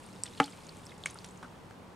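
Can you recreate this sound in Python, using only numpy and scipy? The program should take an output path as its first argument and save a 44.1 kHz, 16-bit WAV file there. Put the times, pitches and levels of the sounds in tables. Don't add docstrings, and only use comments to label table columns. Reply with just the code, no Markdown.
import sys
import numpy as np
from scipy import signal
from scipy.fft import rfft, irfft
from scipy.io import wavfile
from scipy.ndimage import uniform_filter1d

SR = 44100
rng = np.random.default_rng(int(sys.argv[2]) if len(sys.argv) > 2 else 0)


def wav_out(sig):
    wavfile.write(sys.argv[1], SR, np.round(np.clip(np.atleast_2d(sig).T, -1, 1) * 32767).astype(np.int16))


N = 85995
T = np.arange(N) / SR


def drops():
    # (time [s], pitch [Hz], level [dB], base decay [s])
    landings = [(.0635, 8900, -43, .008), (.236, 8220, -19, 0.007), (.2361, 5560, -32, .006),
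                (.2365, 4600, -43.5, 0.025), (.2567, 2010, -39.5, 0.0089), (.2615, 8200, -46, .012),
                (.2635, 3540, -33, 0.013), (.2772, 3050, -45, .02), (.2862, 5160, -46, .012),
                (.3097, 3660, -50, .015), (.3355, 3600, -47, .015), (.3757, 4300, -43, 0.017),
                (.3802, 3240, -42, 0.038), (.4062, 7850, -33, 0.0044), (.4325, 3100, -36, .018),
                (.441, 4510, -32.5, 0.019), (.4415, 3440, -38, .014), (.4591, 8600, -37, 0.0075),
                (.4632, 4242, -46, 0.013), (.479, 3060, -44.5, .02), (.5229, 4800, -47, .012),
                (.533, 2180, -46.5, .025), (.668, 6804, -44, 0.0072), (.6917, 4460, -38.5, 0.016),
                (.7692, 7700, -41.5, 0.0065), (.8536, 8000, -46, 0.013), (.8616, 8100, -46, 0.018),
                (.867, 5240, -42.5, 0.015), (.8932, 3770, -45, 0.022), (.907, 3337, -48, .02),
                (.9183, 2131, -41.5, .025), (1.0378, 3560, -32.5, 0.0097), (1.0578, 8800, -27, 0.0034),
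                (1.1005, 6287, -44, 0.023), (1.1084, 10000, -37.5, .012), (1.1438, 9173, -40.5, .009),
                (1.1877, 4480, -34.5, 0.0072), (1.2467, 5700, -38, 0.013), (1.2622, 10300, -45, .008),
                (1.2878, 7100, -45.5, .01), (1.3097, 7730, -44, .01), (1.3748, 6940, -47.5, 0.0078)]
    out = np.zeros(N)
    for start, hz, db, decay_s in landings:
        add(out, start, undb(db) * drop(hz, decay_s))
    return out


def drop(hz, decay_s):
    rise_s, glide_per_s = 0.00025, 1.8
    bubble_db, tick_db, splash_db = -1.5, -14, -9.5
    age = T[:N // 20]
    tick = band_noise(len(age), hz, half_width_oct=1) * decay(age, t60_s=0.0042)
    splash = band_noise(len(age), hz, half_width_oct=0.22) * decay(age, t60_s=1.73 * decay_s)
    envelope = (1 - np.exp(-age / rise_s)) * decay(age, t60_s=0.77 * decay_s)
    bubble = envelope / envelope.max() * np.sin(2 * np.pi * hz * age * (1 + glide_per_s * age / 2))
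    return undb(bubble_db) * bubble + undb(tick_db) * tick + undb(splash_db) * splash


def trickle():
    # (time [s], level [dB])
    flow_curve = [(0, -61), (.2, -62.5), (.38, -57), (.64, -60.5), (.87, -63), (1.0, -63.5), (1.2, -61.5),
                  (1.4, -67), (1.6, -69), (1.95, -73.5)]
    # (frequency [Hz], gain [dB])
    spectrum = [(800, -16), (2000, -1.5), (3500, -0.5), (6000, -4), (8800, -1.5), (10500, -6), (12500, -8),
                (15000, -14)]
    return undb(curve(flow_curve)) * (droplets(spectrum) + fizz())


def spray():
    # (time [s], level [dB], t60 [s])
    splashes = [(.238, -58, .13), (0.257, -51, 0.076), (0.404, -47.5, 0.31), (1.06, -44.5, 0.16),
                (1.094, -54, .09), (1.247, -53, 0.16)]
    # (frequency [Hz], gain [dB])
    spectrum = [(500, -1.5), (2200, 0), (4500, -0.5), (7500, -6), (10000, -9), (12000, -13), (15000, -29)]
    return bursts(splashes) * droplets(spectrum)


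def droplets(spectrum, rate_per_s=2000, spread_db=1):
    hits = rng.random(N) < rate_per_s / SR
    size = undb(spread_db * np.minimum(rng.exponential(size=N), 5))
    return unit(colour(hits * size * rng.choice([-1, 1], N), spectrum))


def fizz(rate_per_s=150, low_hz=2237, high_hz=9970):
    base_db, spread_db, t60_cycles = 7, 2.5, 30
    out, age = np.zeros(N), T[:N // 100]
    for when, pitch, strength in rng.random((int(rate_per_s * N / SR), 3)):
        hz = low_hz * (high_hz / low_hz) ** pitch
        db = base_db + spread_db * min(-np.log(1 - strength), 2)
        bubble = decay(age, t60_cycles / hz) * np.sin(2 * np.pi * hz * age)
        add(out, when * N / SR, undb(db) * bubble)
    return out


def knock(start_s=0.4007, crack_db=-19.5, low_cut_hz=98):
    # (frequency [Hz], level [dB], t60 [s])
    tub_modes = [(135, -31, 0.076), (181, -26, .065), (232, -27, 0.045), (282.7, -22, 0.15),
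                 (463, -26, 0.089), (730, -36, .04), (774.5, -19.5, 0.06), (852, -18, 0.075),
                 (925, -31, 0.038), (1140, -29.5, .048), (1203, -24.5, 0.033), (1252, -26.5, 0.041),
                 (1412, -23.5, 0.047), (1590, -35, 0.036), (1770, -33, 0.07), (2016, -28, 0.043),
                 (2310, -26, 0.041)]
    # (frequency [Hz], level [dB], t60 [s])
    slap_modes = [(1230, -10, 0.017), (2186, -22, 0.013), (2540, -24, .018), (3050, -28, 0.013),
                  (4580, -27.5, 0.0068)]
    # (frequency [Hz], gain [dB])
    spectrum = [(60, -17), (200, 0), (700, -0.5), (2400, 4.5), (3600, -9.5), (6000, -16.5), (10000, -26),
                (15000, -52)]
    crack = undb(crack_db) * fade(start_s, t60_s=0.023) * noise(spectrum)
    blow = ring(start_s, tub_modes) - ring(start_s, slap_modes) + crack
    return butterworth(blow, low_cut_hz, "high", order=2)


def clack(start_s=1.0594):
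    # (frequency [Hz], level [dB], t60 [s])
    modes = [(1124, -33, 0.019), (1550, -27, 0.011), (2227, -20.5, 0.018), (3170, -33.5, 0.015),
             (6540, -31, .014), (7470, -34, 0.016), (9640, -31, 0.0059)]
    return ring(start_s, modes)


def pats():
    # (time [s], level [dB], t60 [s])
    landings = [(.479, -43, .02), (1.157, -46, 0.035), (1.4284, -38, 0.052), (1.444, -50.5, 0.1),
                (1.7094, -40, .016)]
    # (frequency [Hz], gain [dB])
    spectrum = [(60, -20), (200, -1), (550, -3), (900, 1), (1400, 5), (2000, -11), (3500, -19),
                (8000, -21.5), (15000, -22)]
    return butterworth(noise(spectrum) * bursts(landings), [250, 7000], "band", order=1)


def grit(t60_s=0.0034):
    # (time [s], level [dB])
    strikes = [(0.4009, -34), (0.406, -35), (.441, -29.5), (.4592, -36.5), (.7693, -40), (.8672, -40.5),
               (.981, -44), (1.037, -43), (1.1882, -51), (1.245, -33)]
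    # (frequency [Hz], gain [dB])
    spectrum = [(1000, -6), (3000, -5), (5000, -2.5), (8500, 0), (11000, -10), (15000, -6.5)]
    return noise(spectrum) * bursts((start, db, t60_s) for start, db in strikes)


def walls(x, level_db=-16, side_db=-12):
    tails = rng.standard_normal((2, N)) * fade(start_s=0.003, t60_s=0.11)
    mid, side = (signal.fftconvolve(x, tail / np.linalg.norm(tail))[:N] for tail in tails)
    return undb(level_db) * stereo(mid, undb(side_db) * side)


def air(level_db=-52):
    # (frequency [Hz], gain [dB])
    spectrum = [(25, -16), (60, -9.5), (100, -2.5), (125, -3.5), (150, -6), (200, -4), (280, -6.5),
                (350, -9), (500, -8.5), (650, -13.5), (900, -10.5), (1150, -14), (1500, -19.5),
                (2400, -25.5), (5000, -33.5), (9000, -40.5), (12000, -42), (15500, -49)]
    # (frequency [Hz], gain [dB])
    width = [(30, -3), (70, -16), (200, -7), (1000, -5), (4000, -1.5), (8000, -8.5), (13000, 1.5)]
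    return undb(level_db) * stereo(noise(spectrum), colour(noise(spectrum), width))


def hum(level_db=-60.5, waver_db=2, smooth_samples=2500):
    # (time [s], frequency [Hz])
    pitch = [(0, 185), (.5, 184), (.64, 162.1), (.95, 162.1), (1.1, 165.9), (1.25, 184.8), (1.4, 181.7),
             (1.5, 164), (1.6, 168), (1.7, 184), (1.95, 183)]
    drift = uniform_filter1d(rng.standard_normal(N), smooth_samples)
    waver = unit(uniform_filter1d(drift, smooth_samples))
    tone = np.sqrt(2) * np.sin(2 * np.pi * np.cumsum(curve(pitch)) / SR)
    return undb(level_db + waver_db * waver) * tone


def ports(x, lag_s=0.0001):
    # (frequency [Hz], gain [dB])
    width = [(500, -47), (2000, -45), (5000, -33), (8500, -21), (13000, -11)]
    delayed = np.interp(T - lag_s, T, x)
    return stereo(x, colour(delayed, width))


def undb(db):
    return 10 ** (np.asarray(db) / 20)


def unit(x):
    return x / np.sqrt(np.mean(x ** 2))


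def curve(points):
    return np.interp(T, *np.array(points).T)


def colour(x, spectrum):
    hz, db = np.array(spectrum, float).T
    bins_hz = np.maximum(np.arange(N // 2 + 1) * SR / N, 1)
    return irfft(rfft(x) * undb(np.interp(np.log(bins_hz), np.log(hz), db)), N)


def butterworth(x, edges_hz, kind, order):
    return signal.sosfilt(signal.butter(order, edges_hz, kind, fs=SR, output="sos"), x)


def noise(spectrum):
    return unit(colour(rng.standard_normal(N), spectrum))


def band_noise(samples, hz, half_width_oct, top_hz=10800):
    edges_hz = [hz / 2 ** half_width_oct, min(hz * 2 ** half_width_oct, top_hz)]
    return unit(butterworth(rng.standard_normal(samples), edges_hz, "band", order=2))


def decay(age_s, t60_s):
    return np.exp(-np.log(1000) * age_s / t60_s)


def fade(start_s, t60_s):
    return (T >= start_s) * decay(np.clip(T - start_s, 0, 4 * t60_s), t60_s)


def bursts(events):
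    return sum(undb(db) * fade(start, t60) for start, db, t60 in events)


def ring(start_s, modes):
    return sum((-1) ** k * undb(db) * fade(start_s, t60) * np.sin(2 * np.pi * hz * (T - start_s))
               for k, (hz, db, t60) in enumerate(modes))


def add(out, start_s, x):
    i = int(start_s * SR)
    out[i:i + len(x)] += x[:N - i]


def stereo(mid, side):
    return np.array([mid + side, mid - side])


def scene():
    # (frequency [Hz], gain [dB])
    soft_top = [(9800, 0), (12000, -7), (13500, -9), (15500, -28)]
    background = air() + hum()
    blows = colour(knock() + clack() + pats() + grit(), soft_top)
    water = colour(drops() + spray() + trickle(), soft_top)
    balance = undb([[-0.2], [0.2]])
    return balance * ports(water) + ports(blows) + walls(water + blows) + background


def record(dry, top_hz=15700):
    return signal.sosfilt(signal.ellip(10, .2, 70, top_hz, fs=SR, output="sos"), dry)


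dry = scene()
out = record(dry)
wav_out(out)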